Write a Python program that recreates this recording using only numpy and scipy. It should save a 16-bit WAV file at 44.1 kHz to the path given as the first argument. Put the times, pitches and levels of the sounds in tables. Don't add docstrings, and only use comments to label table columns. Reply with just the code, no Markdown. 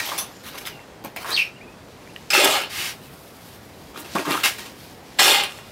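import sys
import numpy as np
from scipy import signal
from scipy.io import wavfile
from scipy.ndimage import uniform_filter1d

SR = 44100
rng = np.random.default_rng(int(sys.argv[2]) if len(sys.argv) > 2 else 0)


def pcm_store(signal):
    levels = np.round(np.clip(np.atleast_2d(signal), -1, 1) * 32767)
    wavfile.write(sys.argv[1], SR, levels.astype(np.int16).T)


def linear_from_db(decibels):
    return 10 ** (np.asarray(decibels, float) / 20)


N = 251811
JOLT, PUSH, WITHDRAW = 1.03, 3.65, 5.5


def evened(x):
    return x / np.sqrt(np.mean(x ** 2) + 1e-20)


def read(points, hz):
    f, value = np.transpose(points)
    return np.interp(np.log(hz + 1), np.log(f + 1), value)


def add(mix, s, sound):
    part = mix[round(s * SR):][:len(sound)]
    part += sound[:len(part)]


def causal(gain, size=4096):
    log = np.log(np.maximum(np.r_[gain, gain[-2:0:-1]], 1e-5))
    return np.fft.ifft(np.exp(log - 1j * signal.hilbert(log).imag)).real[:size]


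def resonate(x, hz, width_hz):
    turn = np.exp(2j * np.pi * np.cumsum(hz * np.ones(len(x))) / SR)
    r = np.exp(-np.pi * width_hz / SR)
    smooth = signal.lfilter([1 - r], [1, -r], x / turn + 1e-18)
    return 2 * (turn * smooth).real


def wander(length_s):
    width = max(int(length_s * SR), 2)
    drift = uniform_filter1d(rng.standard_normal(N), width)
    return evened(uniform_filter1d(drift, width))


def grit(per_s, spread_db, clump_db, sand):
    struck = rng.random(N) < per_s / SR
    size = np.minimum(rng.exponential(1, N), 3.0)
    sign = rng.choice([-1., 1.], N)
    clicks = evened(sign * linear_from_db(spread_db * size) * struck)
    hiss = sand * rng.standard_normal(N)
    return (clicks + hiss) * linear_from_db(clump_db * wander(0.0032))


def swell(start, attack, fade, db, curve):
    t = np.arange(0, attack + 3 * fade, 1 / SR)
    rising_db = 10 * (1 - t / attack)
    fading_db = 20 * (np.maximum(t - attack, 0) / fade) ** curve
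    lost_db = np.where(t < attack, rising_db, fading_db)
    start_ramp = np.minimum(1, t / (0.13 * attack))
    return (linear_from_db(db - lost_db) * start_ramp) ** 2, lost_db


def effort(rows, curve, sand_db, sand_lag):
    power = np.zeros((3, N))
    for start, attack, fade, force_db, weight_db in rows:
        push, lost_db = swell(start, attack, fade, force_db, curve)
        for voice, db in zip(power, [0, weight_db, sand_db - sand_lag * lost_db]):
            add(voice, start, push * linear_from_db(db) ** 2)
    return power


def strokes(power, drive, modes, colour, ring_db):
    hz = np.fft.rfftfreq(8192, 1 / SR)
    peaks = sum(linear_from_db(min(db, 5) / 2) ** 2 / (1 + ((hz - f) / (w / 2)) ** 2) for f, w, db in modes)
    body = linear_from_db(read(colour, hz)) * np.sqrt(1 + linear_from_db(ring_db) ** 2 * peaks)
    low = 1 / (1 + (hz / 1300) ** 8)
    high = 1 / (1 + (5000 / (hz + 1)) ** 8)
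    out = np.zeros(N)
    for share, level in zip([1 - low - high, low, high], np.sqrt(power)):
        ring = causal(body * np.sqrt(np.maximum(share, 0)))
        out += signal.oaconvolve(evened(drive) * level, ring / np.linalg.norm(ring))[:N]
    return out


# (start [s], attack [s], time to fade 20 dB [s], grit force [dB], weight of load [dB])
DRAGS = [(0.0, 0.00041, 0.06, -26.5, -6.5), (.036, 0.03, 0.17, -35.5, -6), (.07, .02, 0.15, -40, -1),
         (.113, .004, 0.2, -37.5, 3.5), (.434, 0.04, 0.08, -37, -20), (.525, 0.032, 0.05, -40, -1),
         (.575, 0.012, 0.01, -30.5, -19), (.6, .012, .15, -42, -6), (.651, 0.019, 0.05, -31, -28),
         (.7, 0.025, 0.25, -54, 7), (1.039, 0.0087, 0.06, -39.5, 3), (1.159, 0.0089, 0.08, -36.5, -2),
         (1.19, .015, 0.25, -39.5, -5), (1.243, 0.072, 0.07, -31.5, -3), (1.32, 0.074, 0.11, -34, -26)]
RIM_KNOCK = [(.177, 0.0098, 0.051, -28, -14)]
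# (pitch [Hz], width [Hz], level [dB])
EMPTY_POT = [(980, 33, -12), (2220, 530, -5), (6260, 200, -9), (10200, 140, -13), (13500, 140, -8)]
STIFF_RIM = [(2640, 80, -4), (3470, 210, 8), (5950, 160, 1), (9400, 170, -6), (10100, 150, 4),
             (11800, 120, -10), (12600, 250, -11), (13600, 100, -9)]
# (pitch [Hz], level [dB per Hz])
DRAG_COLOUR = [(88, -40), (150, -11), (481, -2), (914, 0), (1490, -7), (8380, -6.5), (9980, -6.5),
               (15600, -7)]


def drag_pots():
    handling = grit(4000., 2.5, 1.5, 0.76)
    drags = effort(DRAGS, JOLT, sand_db=-1.5, sand_lag=0.45)
    knock = effort(RIM_KNOCK, JOLT, sand_db=5.0, sand_lag=0.14)
    walls = strokes(drags, handling, EMPTY_POT, DRAG_COLOUR, ring_db=4.5)
    return walls + strokes(knock, handling, STIFF_RIM, DRAG_COLOUR, ring_db=12.0)


# (start [s], swell [s], time to fade 20 dB [s], level [dB])
CRUMBS = [(0, .001, 0.2751, -33.5), (.2, 0.15, 0.9, -52.5), (1.55, 0.57, 7, -53), (3.5, 0.96, 6.5, -62),
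          (4.05, 0.085, 0.77, -42), (4.4, .5, -0.06, -47.5), (5.0, 0.064, 1.5, -53), (4.76, .06, .08, -50),
          (4.87, .02, .14, -49)]
DUST = [(0, .001, 0.25, -52), (.05, 0.021, 0.046, -42), (.43, 0.027, 0.11, -45), (.57, .01, 0.056, -40.5),
        (1.043, .003, 0.04, -44), (.66, .004, .04, -42), (4.8, .04, .05, -56), (1.159, .002, .025, -47),
        (1.29, .012, .03, -39), (1.5, 0.94, .8, -65), (2.443, .002, 0.019, -19), (5.187, .006, .12, -27),
        (5.17, .01, .02, -52), (4.15, .002, 0.014, -40), (2.7, 0.37, 1.1, -52.5), (3.5, 1.3, 0.44, -55),
        (3.97, 0.032, 0.034, -40.5), (4.28, 0.028, .2, -40), (5.4, .31, .5, -58)]
# (pitch [Hz], level [dB per Hz])
SIFT_COLOUR = [
    [(700, -27), (2000, -3), (5000, -1), (9000, -10), (16000, -16.5)],
    [(2000, -25), (7000, -3.5), (12000, -1), (16000, -2.5)],
]


def sift():
    grains = grit(3000., 3.4, 0.68, 1.0) * linear_from_db(1.8 * wander(0.033))
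    out = np.zeros(N)
    for rows, rest_db, colour in zip([CRUMBS, DUST], [-86, -75], SIFT_COLOUR):
        power = np.full(N, linear_from_db(rest_db) ** 2)
        for row in rows:
            add(power, row[0], swell(*row, curve=2.3)[0])
        ring = causal(linear_from_db(read(colour, np.fft.rfftfreq(2048, 1 / SR))), size=512)
        out += evened(signal.oaconvolve(grains, ring)[:N]) * np.sqrt(power)
    return out


# (pitch [Hz], level [dB per Hz])
HUM_COLOUR = [(25, -7), (59, -6.5), (113, -2.5), (458, -6.5), (851, -10.5), (1140, -14), (3020, -22),
              (15600, -38.5)]


def hum():
    frames, hz = N // 256 + 5, np.fft.rfftfreq(1024, 1 / SR)
    a, b, patches = rng.standard_normal((frames, 513, 3)).T
    patches = evened(uniform_filter1d(uniform_filter1d(patches, 8, 0), 14, 1))
    z = (a + 1j * b) * linear_from_db(read(HUM_COLOUR, hz)[:, None] + 1.1 * patches)
    return linear_from_db(-44) * evened(signal.istft(z, nperseg=1024, noverlap=768)[1][:N])


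# (time [s], peak level [dB], pitch [Hz], time to ring down 60 dB [s])
STONES = [(.793, -32, 2100, .012), (2.075, -32.5, 1960, 0.0082), (2.162, -21, 2900, 0.009),
          (2.163, -26, 1900, 0.01), (2.183, -41, 13500, .004), (2.227, -34.5, 7000, .002),
          (2.333, -5, 2640, .004), (3.96, -27, 1260, 0.031), (4.153, -7, 570, 0.0045),
          (4.166, -14.5, 1160, 0.032), (4.319, -5, 4200, 0.002), (1.966, -40, 3200, .008),
          (5.193, -4, 3900, .003), (5.219, -8, 1500, .004), (5.326, -8, 3000, .004), (5.35, -9, 2100, .005),
          (2.484, -12, 650, .015), (.117, -21, 1000, .012), (1.246, -25, 1170, .012),
          (2.351, -7, 1700, .005), (2.459, -8, 750, .012), (4.353, -11.5, 1060, 0.017),
          (4.377, -12.5, 1290, 0.015), (5.194, -15, 2040, .0058), (5.222, -15, 3190, .009),
          (5.494, -23, 2840, 0.0054)]
SNAPS = [(.007, -39, 2360, .0074), (.056, -21, 13500, 0.006), (.043, -30, 4000, .003),
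         (.18, -22, 10200, .005), (.536, -34, 6000, .004), (.666, -25, 12200, .004),
         (.065, -21.5, 3200, .011), (.437, -38, 12000, 0.003), (.58, -35, 12000, .01),
         (.46, -36, 2000, .008), (.654, -23, 3600, .006), (1.163, -17, 2220, 0.0041),
         (1.04, -32, 14000, .003), (1.048, -20, 13900, .004), (1.164, -24, 14500, .006),
         (1.246, -32, 10100, .003), (1.279, -32, 7000, .003), (1.288, -28, 10500, .003),
         (1.305, -23, 8040, .005), (1.306, -26, 13000, .004), (2.637, -17, 2750, .006),
         (2.137, -40, 11000, 0.0031), (2.304, -13.5, 7900, 0.01), (2.446, -7.5, 9050, 0.0035),
         (3.655, -41, 12000, .004), (3.8, -47, 3000, .005), (4.185, -12.5, 2440, 0.0067),
         (5.437, -11, 2950, 0.012), (5.522, -26, 2900, .005), (5.588, -29, 1800, 0.0072)]


def ticks():
    out, t = np.zeros(N), np.arange(1500) / SR
    for rows, crack_db in [(STONES, -18), (SNAPS, -6.5)]:
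        noise = rng.standard_normal((len(rows), len(t)))
        for (s, db, hz, t60), n in zip(rows, noise):
            ring = np.sin(2 * np.pi * hz * t) * linear_from_db(-60 * t / max(t60, .002))
            crack = (n + 2.7 * (t == 0)) * linear_from_db(crack_db - 60 * t / 0.0015)
            add(out, s, linear_from_db(db) * (ring + crack))
    return out


# (start [s], length [s], pitch [Hz], width [Hz], level
# [dB])
RUBS = [(.116, 0.026, 1000, 400, -24), (1.042, 0.051, 200, 150, -35.5), (1.166, 0.026, 2250, 600, -30.5),
        (1.245, 0.026, 1170, 350, -27), (1.283, 0.031, 1150, 400, -31), (1.32, .11, 8400, 400, -42),
        (1.33, 0.031, 4800, 500, -43), (1.36, 0.075, 4700, 1200, -30), (2.303, 0.022, 5200, 204, -20),
        (2.332, 0.06, 2630, 90, -15), (2.35, 0.03, 1300, 150, -19), (2.375, 0.046, 403, 122, -20.5),
        (2.455, 0.025, 720, 200, -21), (4.148, 0.026, 187, 102, -23), (4.156, 0.015, 1160, 200, -25),
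        (4.261, 0.11, 330, 119, -29.5), (4.25, .06, 1120, 402, -27), (4.339, 0.035, 1170, 600, -24),
        (5.189, 0.05, 5280, 300, -19), (5.226, 0.085, 3540, 400, -20), (5.208, 0.03, 820, 120, -19),
        (1.325, .05, 4700, 300, -29), (1.315, .025, 3950, 250, -29), (1.41, .08, 5400, 400, -44),
        (4.27, .07, 190, 80, -31), (1.335, .04, 4350, 300, -27), (1.352, .03, 3850, 300, -28),
        (1.362, .028, 3150, 300, -26), (1.31, .025, 1150, 250, -31), (4.276, .02, 300, 150, -24),
        (4.184, .018, 350, 200, -28), (4.32, .03, 2900, 600, -28), (.178, .04, 10200, 300, -30),
        (.194, .045, 6100, 250, -32), (.058, .035, 12800, 900, -34), (.085, .03, 3300, 400, -33),
        (2.303, .03, 2550, 250, -26), (2.303, .03, 1500, 300, -28), (2.35, .05, 1680, 90, -21),
               (2.38, .03, 1270, 90, -19), (2.39, .06, 560, 90, -23), (2.4, .06, 2110, 60, -27),
               (2.44, .05, 3460, 100, -24), (2.478, .05, 600, 150, -21), (2.505, .03, 830, 150, -27),
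               (2.5, .025, 2900, 300, -25), (2.43, .05, 330, 120, -24), (2.445, .02, 5300, 500, -21),
               (2.375, .04, 2500, 500, -21), (2.53, .06, 3000, 700, -24), (2.55, .05, 760, 150, -26),
               (2.62, .045, 2800, 500, -30), (5.19, .02, 3900, 250, -18), (5.19, .04, 1980, 120, -20),
               (5.19, .02, 800, 250, -20), (5.212, .02, 2900, 300, -20), (5.215, .02, 420, 120, -26),
               (5.24, .04, 5370, 150, -23), (5.23, .07, 1680, 70, -24), (5.275, .045, 830, 120, -20),
               (5.275, .04, 2850, 250, -20), (5.3, .06, 3600, 400, -19), (5.33, .06, 2110, 200, -21),
               (5.333, .02, 834, 120, -23), (5.37, .03, 850, 120, -24), (5.408, .025, 830, 150, -30),
               (5.188, .05, 7700, 500, -23), (5.435, .01, 9200, 700, -29), (5.39, .04, 2110, 150, -28),
               (5.33, .05, 4360, 150, -26), (4.436, .04, 2700, 200, -20), (4.457, .022, 2200, 200, -24),
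               (4.436, .03, 3750, 150, -23)]


def rubs():
    out, rows = np.zeros(N), RUBS
    noise = rng.standard_normal((len(rows), 8000))
    for (s, length, hz, width_hz, db), n in zip(rows, noise):
        u = np.arange(0, length, 1 / SR) / length
        tone = evened(resonate(resonate(n, hz, width_hz), hz, width_hz))[2000:][:len(u)]
        swing = np.sqrt(uniform_filter1d(tone ** 2, size=300) + 1e-9)
        tone = tone / (0.4 + swing) * 1.4
        ends = np.minimum(1, np.minimum(u / 0.07, (1 - u) / 0.19))
        add(out, s, linear_from_db(db - 11.2 * u) * ends * tone)
    return out


# (start [s], length [s], start pitch [Hz], end pitch [Hz], level [dB])
GLIDES = [(.69, .06, 3050, 2780, -49), (.735, .095, 2780, 2680, -51), (2.063, .035, 2300, 2450, -53),
          (2.095, .012, 2550, 2850, -52), (2.105, .022, 2850, 2350, -52), (2.005, .025, 2300, 2550, -57),
          (2.025, .025, 2800, 2400, -57), (3.01, .045, 2850, 2950, -53), (3.05, .06, 2700, 2400, -55),
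          (.32, .11, 7250, 6850, -59), (.3, .13, 5100, 5200, -63), (.27, .17, 11600, 11950, -65),
          (.27, .065, 13700, 14400, -63)]
# (time [s], pitch [Hz], level [dB])
WARBLE = [(1.52, 2400, -57), (1.572, 2900, -48), (1.598, 1680, -54), (1.615, 2350, -47), (1.645, 2620, -48),
          (1.665, 2350, -62), (1.685, 2500, -53), (1.715, 2570, -60), (1.79, 2500, -62)]


def whistles():
    out, quaver, flutter_db = np.zeros(N), 0.013 * wander(0.0027), 3.5 * wander(.008)
    glides = [[(s, a, db), (s + length, b, db - 3)] for s, length, a, b, db in GLIDES]
    for rows in [WARBLE] + glides:
        s, hz, db = np.transpose(rows)
        t = np.arange(s[0], s[-1], 1 / SR)
        at = (t * SR).astype(int)
        pitch = uniform_filter1d(np.interp(t, s, hz), 300) + np.sqrt(2500 * hz.mean()) * quaver[at]
        tone = np.sqrt(2) * np.sin(2 * np.pi * np.cumsum(pitch) / SR)
        level = linear_from_db(np.interp(t, s, db) + flutter_db[at])
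        add(out, s[0], tone * level * signal.windows.tukey(len(t), .4))
    return out


# (time [s], level [dB], resonance [Hz])
SQUEAL = [
    (1.301, -52, 3680),
    (1.325, -30.5, 4030),
    (1.346, -26, 4370),
    (1.358, -25, 4350),
    (1.367, -25, 3450),
    (1.374, -18, 2600),
    (1.401, -17, 2550),
    (1.45, -33.5, 2500),
    (1.5, -55, 2660),
]


def squeal():
    s, db, hz = np.transpose(SQUEAL)
    t = np.arange(s[0], s[-1], 1 / SR)
    pitch, noise = np.interp(t, s, hz), rng.standard_normal(len(t))
    width_hz = 89.0 + .11 * pitch.mean()
    tone = evened(resonate(resonate(noise, pitch, width_hz), pitch, width_hz))
    out = np.zeros(N)
    add(out, s[0], linear_from_db(np.interp(t, s, db)) * tone)
    return out


# (start [s], attack [s], time to fade 20 dB [s], grit force [dB], weight of load [dB])
DIGS = [
    (2.331, 0.006, 0.16, -17.5, -7.5),
    (2.42, 0.022, 0.23, -21.5, -3.5),
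    (5.185, 0.01, .28, -16, -8.5),
]
BITES = [(2.3027, 0.0008, 0.2, -22.5, -16), (2.445, 0.0015, 0.05, -21.5, 0),
         (5.188, 0.006, 0.019, -18, -2.5), (5.172, .012, .01, -42, -5), (2.6, .02, .07, -33, -6),
         (5.431, .004, 0.048, -27, -21), (5.48, .02, 0.28, -42, -8), (5.572, 0.01, .12, -45.5, -1)]
# (pitch [Hz], width [Hz], level [dB])
BURIED_BLADE = [(404, 24, -1.5), (564, 23, 1), (820, 90, -5), (1280, 160, -6), (1680, 45, 0),
                (2110, 70, -4), (2480, 35, -2), (2830, 80, -3), (3490, 110, -5), (4340, 120, -8),
                (5260, 170, -5), (7390, 57, 0), (7900, 96, -11), (8680, 140, -10)]
# (pitch [Hz], level [dB per Hz])
DIG_COLOUR = [(88, -46), (150, -15), (404, -1), (880, -3), (1700, -2.5), (1840, -2), (2560, 3.5),
              (15600, -11.5)]


def dig():
    power = effort(DIGS, PUSH, sand_db=-3.0, sand_lag=0.9)
    power += effort(BITES, JOLT, sand_db=-4.0, sand_lag=0.28)
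    return strokes(power, grit(4500., 5.0, 0.8, 0.8), BURIED_BLADE, DIG_COLOUR, ring_db=8.0)


# (start [s], attack [s], time to fade 20 dB [s], grit force [dB], weight [dB])
LIFTS = [(2.69, 0.089, .16, -29, -14)]
SHAKE = [(4.433, 0.0026, 0.063, -19, -10), (4.435, 0.022, 0.06, -17.5, -9)]
# (pitch [Hz], width [Hz], level [dB])
FREE_BLADE = [(2136, 61, -8), (2640, 41, -6), (2940, 64, 0.5), (3330, 66, -18), (3770, 44, 17),
              (4530, 76, -12), (4780, 150, -3), (5200, 34, 9), (5750, 42, 8)]
# (pitch [Hz], level [dB per Hz])
LIFT_COLOUR = [(120, -48), (200, -14), (430, -8), (535, -12), (757, -4.5), (1050, -5), (2220, 2.5),
               (15600, -9)]


def lift_and_shake():
    power = effort(LIFTS, WITHDRAW, sand_db=-2.5, sand_lag=.05)
    power += effort(SHAKE, JOLT, sand_db=-1.5, sand_lag=.02)
    return strokes(power, grit(5500.0, 3.9, 0.16, 3.0), FREE_BLADE, LIFT_COLOUR, ring_db=6.)


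# (start [s], attack [s], time to fade 20 dB [s], grit force [dB], weight of load [dB])
POURS = [(3.94, 0.038, 0.12, -39, -0.5), (4.04, .008, 0.18, -42, -5), (4.149, 0.0047, .06, -29, 9),
         (4.16, 0.037, 0.066, -34, 1.5), (4.249, 0.0079, 0.18, -33, -6), (4.265, 0.018, 0.086, -33, 7.5),
         (4.29, 0.039, 0.074, -25, -2), (4.34, 0.035, 0.31, -34.5, -8), (4.555, .01, .2, -47, -4),
         (4.581, 0.0026, 0.1, -34.5, -10), (4.652, 0.0083, 0.065, -39.5, -2)]
# (pitch [Hz], width [Hz], level [dB])
FILLING_POT = [(176, 50, 2), (330, 54, 3.5), (603, 130, -8), (920, 82, 2), (1190, 200, -13),
               (2670, 270, -6)]
# (pitch [Hz], level [dB per Hz])
POUR_COLOUR = [(70, -33), (110, -10), (170, -4.5), (340, -0.5), (1150, -6.5), (1500, -9), (2500, -9),
               (16000, -22)]


def pour():
    power = effort(POURS, JOLT, sand_db=-4.5, sand_lag=.02)
    return strokes(power, grit(4000., 3.1, 2.2, 1.4), FILLING_POT, POUR_COLOUR, ring_db=1.5)


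def roaming(x, patchy_db, size):
    z = signal.stft(x, nperseg=size, noverlap=size * 3 // 4)[2]
    patches = rng.standard_normal(z.shape[::-1]).T
    for _ in range(2):
        patches = uniform_filter1d(patches, size=2, axis=0)
        patches = uniform_filter1d(patches, size=5632 // size, axis=1)
    gain = linear_from_db(patchy_db * evened(patches))
    return signal.istft(z * evened(gain), nperseg=size, noverlap=size * 3 // 4)[1][:N]


def yard(x):
    taps, at = np.zeros(8000), np.arange(100, 7900, 22)
    taps[at + rng.integers(0, 22, len(at))] = rng.choice([-1., 1.], len(at))
    taps *= linear_from_db(-60 * np.arange(8000) / SR / 0.2)
    return signal.oaconvolve(x, taps / np.linalg.norm(taps))[:N]


def scene():
    near = drag_pots() + dig() + pour()
    near = roaming(near, patchy_db=1.5, size=256)
    near = roaming(near, patchy_db=1.8, size=512)
    near += lift_and_shake() + rubs() + squeal() + whistles()
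    stones = ticks()
    close = (near + linear_from_db(-6.5) * yard(near) + stones + linear_from_db(-10.5) * yard(stones))[None]
    small = signal.sosfilt(signal.butter(3, 130., "high", fs=SR, output="sos"), close)
    return small + hum() + sift()


def roll_off(x):
    return signal.sosfilt(signal.butter(12, 16790, fs=SR, output="sos"), x)


def record(dry):
    thin = signal.sosfilt(signal.butter(3, 50., "high", fs=SR, output="sos"), dry)
    dulled = signal.sosfilt(signal.butter(4, 15300., fs=SR, output="sos"), thin)
    held = 1.5 * np.tanh(dulled / 1.5)
    band_limit = signal.firwin(801, 15820, window=("kaiser", 9), fs=SR)
    limited = signal.oaconvolve(held, band_limit[None], "same")
    return roll_off(limited)


dry = scene()
out = record(dry)
pcm_store(out)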